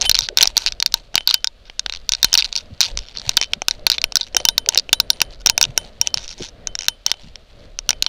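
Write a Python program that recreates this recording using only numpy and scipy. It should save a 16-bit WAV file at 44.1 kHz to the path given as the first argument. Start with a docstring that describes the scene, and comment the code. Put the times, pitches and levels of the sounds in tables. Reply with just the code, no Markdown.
"""Collar hardware against a camera case on a trotting dog

Metal hardware clacks and chatters on a plastic case, an impulse excitation of a minimum-phase resonator;
the loud blows overload and clip. A metal tag and a small steel ring sound on as sums of decaying modes.
The strap creaks by stick-slip and fur rubs as modulated noise, with snags that tick. The dog's body bumps
the case in dull thuds, its stride sways the camera in low rumble, and room noise and hiss lie behind.
"""
import sys
import numpy as np
from scipy import signal
from scipy.fft import rfft, irfft, next_fast_len
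from scipy.io import wavfile
from scipy.ndimage import uniform_filter1d, map_coordinates

SR = 44100
rng = np.random.default_rng(int(sys.argv[2]) if len(sys.argv) > 2 else 0)


def pcm_store(signal):
    """Save signal as 16-bit PCM."""
    levels = np.round(np.clip(np.atleast_2d(signal), -1, 1) * 32767)
    wavfile.write(sys.argv[1], SR, levels.astype(np.int16).T)


N = 356328

# Hardware striking the case. Each row: start in seconds, relative level in dB, hollowness in dB, edge in dB.
CLACK_EVENTS = [(0.0126, -4, 3, 13.5), (0.018, -1.5, 3, 17), (.025, -6.5, 0, -4), (.095, 13.5, 6, 6),
                (0.114, 6.5, 0.5, -6), (.145, 0, -3, -11.5), (.152, 0, 0.5, 2), (.189, 4, -6.5, -1.5),
                (.2077, -8.5, -4, 6), (0.2875, -7, 9, -2.5), (0.3727, 11, 4, 5.5), (0.386, 1, -6, -6),
                (0.4094, 3, 10.5, -20.5), (.415, 1, -3, 15.5), (0.4271, 14, -13, 4),
                (0.4316, 16, -8.5, -1.5), (0.4553, -5, 12, 6), (0.474, 2, -6, 2.5), (0.5686, 6, -3.5, -2),
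                (.577, 4, -15, -1), (.6625, 0, 2, -1), (0.7222, -10.5, -3, -5), (0.8014, -4, -1, 9),
                (0.8254, 1.5, 0, -8), (0.8613, 4, -0.5, 2), (.9227, -19.5, -1, 5), (.941, 8, -3.5, 2.5),
                (1.1434, -15.5, 22.5, 11), (1.155, 9.5, 1.5, 1.5), (1.1787, 1, 11, -14),
                (1.2743, 9.5, -10, -9.5), (1.2909, -1, -6, -23.5), (1.301, -4, -7, -2.5),
                (1.3096, 0, 1, -9), (1.3421, 13.5, -1, -8), (1.4442, -0.5, 9, 12), (1.4723, -3, -10, -4),
                (1.6984, -20.5, 17.5, -9), (1.7943, -3, -2.5, 5.5), (1.8618, -6, 10.5, -11),
                (1.8967, -9, 9.5, -5.5), (2.092, 2, -3, 3.5), (2.1205, 0, 1.5, 7), (2.2296, 7.5, 0, 1.5),
                (2.245, 18, 0.5, 4.5), (2.3296, .5, 9.5, 14.5), (2.3403, 13.5, -4, 8.5),
                (2.3525, 4, 8.5, -12.5), (2.376, 4, -2, 5.5), (2.4233, -3, 4, -19), (2.5273, -9, 1, 1),
                (2.5545, -7, -5, -10), (2.5623, -4, -6, -1), (2.806, 8, 1.5, 7.5), (2.813, 3.5, -22, -6),
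                (3.293, 1, 0.5, 4), (3.3697, 11, -11.5, -3), (3.3744, 3, 3.5, -15), (3.4138, -1, 10.5, 8),
                (3.5344, 0.5, 4.5, -5), (3.619, -7.5, 23.5, 20), (3.6836, 6, 5.5, 3.5), (3.71, -2.5, 1, -1),
                (3.8669, 17, 4, -3), (3.9001, 5.5, 2.5, 3), (3.9173, 1.5, -10, -13), (3.982, -6.5, 11, -22),
                (4.0165, -7.5, -3, -1), (4.0409, 3, 11.5, -1.5), (4.122, -13.5, 12.5, 11),
                (4.156, 7.5, -3, 4), (4.1695, 3.5, -2.5, 1), (4.2107, -5.5, -12, -9),
                (4.2143, -6.5, -15, -17), (4.3469, -6.5, 30, 31), (4.3666, 10.5, 14, 14),
                (4.402, -15.5, 33, 24), (4.4521, 9, 3.5, 3.5), (4.487, 14, 0, 5), (4.5798, 7.5, -3, 1.5),
                (4.6615, -15, 11, -3), (4.6888, 8.5, 4.5, 14.5), (4.7377, -21.5, 22.5, -12.5),
                (4.7467, -5.5, 7, 12.5), (4.7577, -10, 20, -2.5), (4.7749, 6, 8, 11), (4.8923, -12, 25, 6),
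                (4.9296, 18, 7.5, 5), (5.001, 11, -7, 0.5), (5.1025, 10, -10, -3), (5.2037, -8.5, 8, 4),
                (5.2166, 13, 11, 9), (5.461, 12.5, 13, 16), (5.4706, 5, 9.5, 15), (5.491, -6, 8, -16),
                (5.4977, 11.5, 7, 9.5), (5.5784, 5.5, 10, 9.5), (5.6129, 8.5, 8.5, 4),
                (5.6275, 11, 5, 20.5), (5.7769, 6.5, 10.5, 13), (6.0137, 8.5, 9, 16.5), (6.0722, 0, 9, 13),
                (6.1422, 1, 6.5, 12.5), (6.672, -5.5, 6.5, 15.5), (6.7527, -7.5, 12.5, 13),
                (6.7897, -10, 7, 8), (6.8837, 10, 6, 6.5), (7.0637, 4.5, 6, 15.5), (7.1158, 1.5, 6.5, 1.5),
                (7.3568, -19.5, 8, -1), (7.7889, -7.5, 10.5, 13.5), (7.8913, 4.5, 6.5, 8),
                (7.906, 0.5, 9, 10.5), (8.0242, 3.5, 0, 3.5), (8.0641, -2, 6.5, -6)]
# A loose link bouncing to rest on the case. Each row: start in seconds, length in seconds,
# first relative level in dB, first flight in seconds, hollowness in dB, edge in dB.
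CHATTER_EVENTS = [(0.156, 0.031, -7, 0.01, 1.5, -5), (0.22, 0.05, -12.5, 0.0069, -15, -18),
                  (0.671, 0.019, -3, 0.0056, 0.5, -7), (1.924, 0.049, -12.5, 0.013, 3.5, -5),
                  (2.1357, 0.027, -2, 0.014, -3, -2), (2.3826, 0.027, 1, 0.0068, -10.5, -9),
                  (2.4445, 0.018, -7, 0.0052, -1.5, -5), (2.576, 0.013, -8, .0065, -16, -10),
                  (2.8303, 0.036, -5.5, 0.0069, -2, -5.5), (2.9735, .03, -6.5, 0.016, -1, 0.5),
                  (3.172, 0.036, -11, 0.013, -8, -6.5), (3.4267, 0.019, -6.5, 0.0082, 5, -1),
                  (3.9253, .024, -9, 0.0081, 1, -7), (4.2308, 0.015, -15.5, .008, -18, -14),
                  (4.777, 0.022, 3.5, 0.01, -10.5, -6.5), (5.6397, 0.022, -3, 0.012, 5, -1),
                  (6.1733, 0.014, -8, .0078, 5.5, 0), (6.279, .046, -18.5, 0.013, 1, 6),
                  (6.424, 0.046, -17.5, 0.0084, 3, 2), (6.8086, 0.056, -14.5, .0125, 13, 13)]
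# Weight of the spot of contact on thud, knock and body, one row for each.
# Each row: level on a plain spot in dB, dB per dB of hollowness, dB per dB of edge.
CONTACT_WEIGHTS = [(0.5, 1.58, 0.0661), (-5.5, 0.8565, 0.1138), (1.5, 0.93, -0.02)]
# Colour of a blow on the case. Each row: frequency in Hz, relative level in dB.
CASE_COLOUR = [(100, -45), (450, -26.5), (1450, -5.5), (1850, -11.5), (2600, -8), (3200, -7), (4150, 2.5),
               (5100, -1), (5600, -1.5), (6500, -8), (7500, -23), (9700, -26), (12000, -43.5),
               (15000, -51.5)]
# After-ring of the case and its mount. Each row: frequency in Hz, relative level in dB, t60 in seconds.
CASE_RING_MODES = [(915, -9.5, 0.05), (1515, -6, 0.032), (3692, 4, 0.03), (3750, -11, 0.034),
                   (4290, -14, 0.043), (5596, 6.5, 0.019), (5742, 6, 0.014), (6210, 4.5, 0.0051),
                   (7010, -14, 0.041)]
# The tag swinging free after a blow. 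Each row: start in seconds, lower modes in dB, upper modes in dB.
TAG_BLOWS = [(.055, -13.5, -23), (1.176, -36, -49), (1.3387, -24, -50.5), (2.244, -29, -40.5),
             (2.322, -29, -59.5), (3.3728, -29.5, -59), (3.4147, -25, -65), (3.68, -47, -45),
             (3.8668, -56, -57), (4.0384, -49.5, -49), (4.168, -47, -52), (4.3648, -28, -32),
             (4.453, -23.5, -41), (4.489, -40, -38), (4.5808, -39.5, -41), (4.686, -45, -49),
             (4.9297, -39, -31), (5.001, -54, -43), (5.101, -44, -35), (5.2164, -43, -38),
             (5.5004, -40, -41), (5.58, -47.5, -51), (5.775, -37, -33.5), (6.0134, -33.5, -45.5),
             (6.0718, -41, -53), (6.1434, -43, -50), (6.6706, -42.5, -54.5), (6.789, -43, -65.5),
             (6.883, -31, -42.5), (7.063, -29, -52), (7.116, -46, -57), (7.907, -44, -51),
             (8.0645, -36, -56)]
# Modes of the tag, low then high. Each row: frequency in Hz, relative level in dB, undisturbed t60 in seconds.
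TAG_LOW_MODES = [(3060, 3.5, .27), (3090, -10, .14), (3560, -15, .08), (3990, -28, .11)]
TAG_HIGH_MODES = [(7360, -10, 0.056), (9200, -11.5, 0.18), (9340, -2, 0.14), (11100, -9, 0.089),
                  (13750, -17.5, .07)]
# A small steel ring on the collar pinging. Each row: start in seconds, level in dB.
PING_EVENTS = [(2.424, -28), (3.983, -19), (4.488, -12), (4.931, -6.5), (5.002, -18.5), (5.103, -32),
               (8.065, -25)]
# Modes of that ring. Each row: frequency in Hz, relative level in dB, t60 in seconds.
STEEL_RING_MODES = [(3566, 8, 0.021), (3930, -21.5, 0.15)]
# The strap dragging through its buckle. Each row: start in seconds, end in seconds,
# level at the start in dB, level at the end in dB, typical slips per second, edge in dB.
STRAP_DRAGS = [(0.038, 0.064, -43, -22, 420, -16), (0.224, 0.268, -31, -41, 330, -3),
               (0.58, 0.648, -30, -36.5, 304, 0), (0.689, 0.706, -36, -49, 230, -20),
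               (1.28, 1.35, -28.5, -35, 196, -15), (1.654, 1.685, -49, -50, 490, -2),
               (1.926, 1.967, -75, -52, 163, 0), (2.384, 2.457, -17, -65, 500, -13),
               (2.581, 2.621, -35, -45, 240, -7), (2.812, 2.844, -17, -27, 220, 0),
               (2.841, 2.893, -28, -40, 270, -11), (2.98, 3.117, -46, -43, 125, -9),
               (3.136, 3.179, -45, -34, 247, -10), (3.428, 3.463, -27, -49, 160, -7),
               (3.943, 3.971, -24, -45, 280, -7), (4.22, 4.287, -49, -41, 120, 0),
               (5.401, 5.421, -49, -33.5, 150, 4), (6.191, 6.268, -39.5, -38.5, 267, 10),
               (6.285, 6.341, -36, -34.5, 200, 5.5), (6.38, 6.497, -39.5, -43, 180, 10.5),
               (6.783, 6.87, -62, -48, 120, -4), (7.195, 7.298, -51, -56, 70, -10)]
# Strokes of fur and webbing across the case. Each row: time of the height in seconds, length in seconds,
# relative level in dB.
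RUB_STROKES = [(.03, 0.062, -39), (.43, 0.098, -42.5), (.6, 0.2, -53.5), (.96, 0.12, -58),
               (1.2, .04, -52.5), (1.33, 0.1, -54), (1.92, 0.14, -64.5), (2.22, 0.25, -56.5),
               (2.45, 0.31, -58), (2.9, 0.33, -59.5), (3.24, 0.18, -49.5), (3.42, 0.15, -57.5),
               (3.73, 0.13, -60.5), (4.2, 0.059, -58), (4.39, 0.11, -51.5), (4.73, 0.087, -51),
               (5.15, .25, -66), (5.32, 0.063, -54.5), (5.64, .1, -53), (5.81, 0.17, -59.5),
               (6.05, 0.073, -52), (6.19, 0.11, -55), (6.42, 0.096, -51), (7.095, .06, -53.5),
               (7.24, 0.21, -68.5), (7.62, 0.25, -75), (8.04, .07, -63)]
# Spectrum of the rubbing. Each row: frequency in Hz, relative density in dB per Hz.
RUB_SPECTRUM = [(200, -19.5), (700, -2), (920, 0), (1150, -16), (1550, -12.5), (1900, -5.5), (3000, -2),
                (4400, -1.5), (5150, -15), (5700, -8), (7200, -15), (8500, -19), (11000, -31),
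                (15000, -36.5)]
# Soft bumps of the dog's body. Each row: start in seconds, relative level in dB, band centre in Hz.
BODY_BUMPS = [(0.223, -27, 96.5), (0.296, -23, 490), (0.321, -25, 487), (2.705, -21, 156),
              (2.724, -23, 101), (3.27, -22, 94.2), (3.56, -28, 196), (4.349, -23.5, 470),
              (4.402, -25, 560), (4.67, -21.5, 554), (4.77, -21, 480), (5.998, -27.5, 110),
              (5.665, -23, 92.7), (5.685, -23.5, 120.2), (5.699, -22.5, 90.8), (6.161, -25, 120),
              (6.397, -19.5, 416.6), (6.404, -21.5, 300), (6.408, -19, 151), (7.233, -26, 180),
              (7.259, -30, 184.6)]
# Lurches of the camera with the dog's strides. Each row: time of the height in seconds, length in seconds,
# relative level in dB.
STRIDE_LURCHES = [(.06, .25, -29), (.49, 0.16, -32.5), (.72, 0.5, -37), (1.93, .2, -33.5),
                  (2.24, 0.4, -34.5), (2.96, 0.1, -22), (3.28, 0.16, -30.5), (3.79, .2, -37.5),
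                  (4.05, 0.061, -28), (4.45, .35, -37.5), (4.95, .25, -40), (5.38, 0.5, -36.5),
                  (5.7, 0.18, -35.5), (6.22, .15, -33), (6.41, 0.076, -33), (6.7, 0.21, -37.5),
                  (7.28, 0.13, -33.5), (7.85, 0.43, -37.5)]
# Spectra of sway, room noise and hiss. Each row: frequency in Hz, relative density in dB per Hz.
SWAY_SPECTRUM = [(5, -2.5), (15, -3), (30, 0), (48, -6.5), (62, -15.5), (80, -25), (150, -29.5),
                 (400, -64.5), (2000, -120)]
ROOM_SPECTRUM = [(40, 3.5), (80, 9), (150, 0), (230, 0.5), (340, -4.5), (600, 2.5), (720, -3.5), (850, -16),
                 (2000, -16.5), (8000, -53.5)]
HISS_SPECTRUM = [(300, -9), (920, -10), (1200, -3), (2000, -8), (3000, -1.5), (4500, -4), (5400, -13),
                 (7200, -19), (8300, -22.5), (15000, -31)]
# Course of the room noise. Each row: time in seconds, relative level in dB.
ROOM_LEVEL = [(0.0, -46), (1.06, -56.5), (2.16, -56.5), (2.27, -57.5), (2.88, -51.5), (4.41, -48.5),
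              (5.4, -48), (5.62, -44.5), (5.85, -48), (6.66, -51), (6.95, -56), (8.08, -49.5)]

CHATTER_FADE_DB, FLIGHT_SHRINK = 11, 0.94  # loss over a whole run; each flight over the one before
GRAZE_DB, GRAZE_HOLLOW_DB, GRAZE_SCATTER_DB = -21, 5, 4  # relative level, extra hollowness, scatter of both
GRAZE_SHARE, GRAZE_DELAY_S = 0.46, 0.014  # share of hard clacks that touch again lightly; typical wait
SWING_DAMP_DB_PER_S, WIDE_SWING_DB = 220, -29  # greatest extra loss of a wide swing; level where it is reached
RUB_REST_DB, SWAY_REST_DB = -77.5, -44.5  # light contact between strokes, rumble between lurches (relative)
STROKE_RISE = 0.41  # share of a stroke's length spent swelling
TOP_HZ = 15200  # band limit


def clacks(gain_db=13.0, rebound_s=0.00105, rebound_db=-1, modes_db=-29, shiver_db=-31, shiver_t60=0.039):
    """Impact: each blow skids for a moment and rebounds once, then the case and its mount ring out."""
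    track = np.zeros(N)
    for s, db, *contact_db in blows():
        answer = case_response(*contact_db)
        t = np.arange(len(answer)) / SR
        # a light first touch, two harder ones, and the rebound
        blow = answer / 2
        add(blow, rebound_s * rng.uniform(0.12, 0.35), answer)
        add(blow, rebound_s * rng.uniform(0.4, 0.75), answer)
        add(blow, rebound_s * rng.uniform(0.9, 1.3), amp(rebound_db) * answer)
        blow *= amp(gain_db) / np.linalg.norm(blow)
        # many weak, close modes blur into a short shiver
        blur = unit(signal.fftconvolve(rng.standard_normal(len(t)), answer)[:len(t)])
        shiver = blur * amp(shiver_db - 60 * t / shiver_t60)
        after_ring = amp(modes_db) * ring(CASE_RING_MODES, t, scatter_db=4.5)
        add(track, s, amp(db) * (blow + shiver + after_ring))
    return track


def blows():
    """Repeated impact: clacks, chance grazes after them, and ever quicker, weaker bounces (s, dB, colour)."""
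    rows = [(s, db, *contact(hollow_db, edge_db)) for s, db, hollow_db, edge_db in CLACK_EVENTS]
    for s, db, hollow_db, _ in CLACK_EVENTS:
        when, size, spot = rng.standard_normal(3)
        if rng.random() < GRAZE_SHARE and db > 0:
            graze_s = s + GRAZE_DELAY_S * np.exp(when / 2)
            graze_hollow_db = hollow_db + GRAZE_HOLLOW_DB + GRAZE_SCATTER_DB * spot
            rows.append((graze_s, GRAZE_DB + GRAZE_SCATTER_DB * size, *contact(graze_hollow_db, 0)))
    for s, length, db, flight, hollow_db, edge_db in CHATTER_EVENTS:
        flights = flight * FLIGHT_SHRINK ** np.arange(10)
        landings = np.append(0, np.cumsum(flights))
        for dt in landings[landings <= length]:
            rows.append((s + dt, db - CHATTER_FADE_DB * dt / length, *contact(hollow_db, edge_db)))
    return rows


def contact(hollow_db, edge_db):
    """Point of excitation: thud, knock, body and edge dB follow linearly from the spot struck."""
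    weights = [db + by_hollow * hollow_db + by_edge * edge_db for db, by_hollow, by_edge in CONTACT_WEIGHTS]
    return weights + [edge_db]


def case_response(thud_db, knock_db, body_db, edge_db, size=4096):
    """Minimum phase: the case answers causally, the point of contact weighting its resonances."""
    hz = np.fft.rfftfreq(size, 1 / SR)
    spot = [(120, thud_db / 2), (330, thud_db), (750, thud_db), (1050, knock_db), (1800, knock_db),
            (2400, body_db), (3100, body_db), (3700, 0), (4800, 0.013), (5500, edge_db), (7000, edge_db),
            (12000, edge_db / 2)]
    # folding the cepstrum onto positive times makes it causal; callers set the overall scale
    cepstrum = irfft(np.log(amp(along(CASE_COLOUR, hz) + along(spot, hz))))
    return irfft(np.exp(rfft(2 * cepstrum[:size // 2], size)))


def tag(touch_loss_db=9):
    """Damped free vibration: the tag rings, every further firm contact soaking up part of its swing."""
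    track, t = np.zeros(N), np.arange(SR // 3) / SR
    contacts = np.array([row[0] for row in CLACK_EVENTS if row[1] > -10])
    for s, lower_db, upper_db in TAG_BLOWS:
        touches = np.searchsorted(contacts[contacts > s + 0.008], s + t)
        onset = 1 - np.exp(-t / 0.0005)
        swing = uniform_filter1d(amp(-touch_loss_db * touches), size=128) * onset
        # a wide swing brushes the collar and dies sooner
        brushing_db = SWING_DAMP_DB_PER_S * min(amp(lower_db - WIDE_SWING_DB) ** 2, 1) * t
        low = amp(lower_db - brushing_db) * ring(TAG_LOW_MODES, t, 0.92)
        high = amp(upper_db) * ring(TAG_HIGH_MODES, t, 2.3)
        add(track, s, swing * (low + high))
    return track


def collar_ring():
    """Modal decay: a small steel ring, damped by the collar, gives brief pings."""
    track, t = np.zeros(N), np.arange(SR // 10) / SR
    onset = 1 - np.exp(-t / 0.00017)
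    for s, db in PING_EVENTS:
        add(track, s, amp(db) * ring(STEEL_RING_MODES, t, 0.81) * onset)
    return track


def strap(uneven=0.25, size_db=3.5, hiss_db=-19, modes_db=-5):
    """Stick-slip friction: the strap slips in quick, uneven ticks that sound through the case."""
    track = np.zeros(N)
    for start, end, start_db, end_db, rate, edge_db in STRAP_DRAGS:
        length = max(round((end - start) * SR), 2)
        gaps = np.exp(uneven * rng.standard_normal(size=100)) / rate
        at = np.round((np.cumsum(gaps) - gaps[0]) * SR).astype(int)
        slips = np.bincount(at, amp(size_db * rng.standard_normal(len(at))), length)[:length]
        # each slip is itself a tiny rough skid
        decay = np.exp(-1 / (0.0012 * SR))
        skids = signal.lfilter([1], [1, -decay], slips) * rng.standard_normal(length)
        friction = unit(skids) + amp(hiss_db) * rng.standard_normal(length)
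        drive = friction * amp(np.linspace(start_db, end_db, length))
        answer = case_response(thud_db=-6.0, knock_db=0, body_db=8, edge_db=edge_db)
        modes = ring(CASE_RING_MODES, np.arange(len(answer)) / SR, scatter_db=2.5)
        answer = answer / np.linalg.norm(answer) + amp(modes_db) * modes / np.linalg.norm(modes)
        add(track, start, signal.fftconvolve(drive, answer / np.linalg.norm(answer)))
    return track


def rub(gain_db=12.0, grain_db=5.0, flutter_db=5.5, snags_per_s=70, snag_db=-2):
    """Sliding friction: fur and webbing rustle as grainy noise; now and then a fibre snags and ticks."""
    grain = unit(amp(grain_db * wobble(350) + flutter_db * wobble(30)))
    rustle = grain * noise(RUB_SPECTRUM)
    snags = (rng.random(N) < snags_per_s / SR) * rng.standard_normal(N)
    answer = case_response(thud_db=6.0, knock_db=-1, body_db=-6.5, edge_db=-6.5)
    ticks = unit(signal.fftconvolve(snags, answer)[:N])
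    return amp(gain_db) * strokes(RUB_STROKES, RUB_REST_DB) * (rustle + amp(snag_db) * ticks)


def bumps(gain_db=-10, rise_s=0.0061, spread=0.25):
    """Soft impact: padded bumps push on the case and give a short, dull thud of narrow-band noise."""
    track, t = np.zeros(N), np.arange(SR // 8) / SR
    hz = np.fft.rfftfreq(2 * len(t), 1 / SR)
    swell = t / rise_s * np.exp(1 - t / rise_s)
    for s, db, centre_hz in BODY_BUMPS:
        band = np.exp(-(np.log((hz + 1) / centre_hz) / spread) ** 2 / 2)
        thud = unit(irfft(band * rfft(rng.standard_normal(2 * len(t)))))[:len(t)]
        add(track, s, amp(db + gain_db) * thud * swell)
    return track


def sway(gain_db=-2.0):
    """Low-frequency motion: the camera rumbles as it sways with the dog's strides."""
    return amp(gain_db) * strokes(STRIDE_LURCHES, SWAY_REST_DB) * noise(SWAY_SPECTRUM)


def room(gain_db=1.5, unsteady_db=3):
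    """Stationary colour, varying level: room noise is shaped noise whose level drifts and wavers."""
    return amp(curve(ROOM_LEVEL) + gain_db + unsteady_db * wobble(11)) * noise(ROOM_SPECTRUM)


def hiss(level_db=-57.5):
    """Broadband noise: a faint hiss wavers slightly in level."""
    return amp(level_db + 0.88 * wobble(7.5)) * noise(HISS_SPECTRUM)


def strokes(rows, rest_db):
    """Addition of powers: a resting level plus movements that each swell and die away, as a gain."""
    t = np.arange(N) / SR
    power = np.full(N, amp(rest_db) ** 2)
    for s, length, db in rows:
        a, b = np.searchsorted(t, [s - 2 * length, s + 2 * length])
        u = (t[a:b] - s) / length
        side = np.where(u < 0, STROKE_RISE, 1 - STROKE_RISE)
        power[a:b] += amp(db) ** 2 * np.exp(-2 * (u / side) ** 2)
    return np.sqrt(power)


def ring(modes, t, scatter_db):
    """Modal superposition: decaying sines with new strengths and phases at every blow."""
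    hz, db, t60 = np.transpose(modes)[:, :, None]
    gain = amp(db + scatter_db * rng.standard_normal(hz.shape) - 60 * t / t60)
    return np.sum(gain * np.sin(2 * np.pi * (hz * t + rng.random(hz.shape))), axis=0)


def noise(colour):
    """Spectral shaping: white noise takes on a colour, at rms 1."""
    return unit(filtered(rng.standard_normal(N), lambda hz: amp(along(colour, hz))))


def filtered(x, response):
    """Linear filtering: the spectrum of x is multiplied by a response of frequency."""
    m = next_fast_len(N + SR // 2)
    return irfft(rfft(x, m) * response(np.fft.rfftfreq(m, 1 / SR)), m)[:N]


def wobble(rate):
    """Slow random modulation: a smooth curve through random knots, rate of them a second."""
    knots = rng.standard_normal(int(N * rate / SR) + 4)
    return map_coordinates(knots, [np.arange(N) * rate / SR])


def curve(rows):
    """Linear interpolation in time: one value per sample."""
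    return np.interp(np.arange(N) / SR, *np.transpose(rows))


def along(points, hz):
    """Interpolation of (Hz, value) points on a logarithmic frequency axis."""
    f, v = np.transpose(points)
    return np.interp(np.log(hz + 1), np.log(f), v)


def amp(db):
    """Decibel law: amplitude ratio of a level."""
    return 10 ** (np.asarray(db) / 20)


def unit(x):
    """Normalization to rms 1."""
    return x / np.sqrt(np.mean(x ** 2) + 1e-20)


def add(track, s, sound):
    """Superposition: mix a sound into the track at s seconds."""
    part = track[max(round(s * SR), 0):][:len(sound)]
    part += sound[:len(part)]


def scene():
    """Superposition of all sources, in one channel."""
    hardware = clacks() + tag() + collar_ring()
    friction = strap() + rub()
    background = room() + hiss() + sway()
    return (hardware + friction + bumps() + background)[None]


def record(dry):
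    """Overload and band limit: loud clacks clip flat at full scale, then a steep low-pass acts."""
    clipped = np.clip(dry[0], -1, 1)
    return filtered(clipped, lambda hz: 1 / np.sqrt(1 + (hz / TOP_HZ) ** 90))[None]


dry = scene()
out = record(dry)
pcm_store(out)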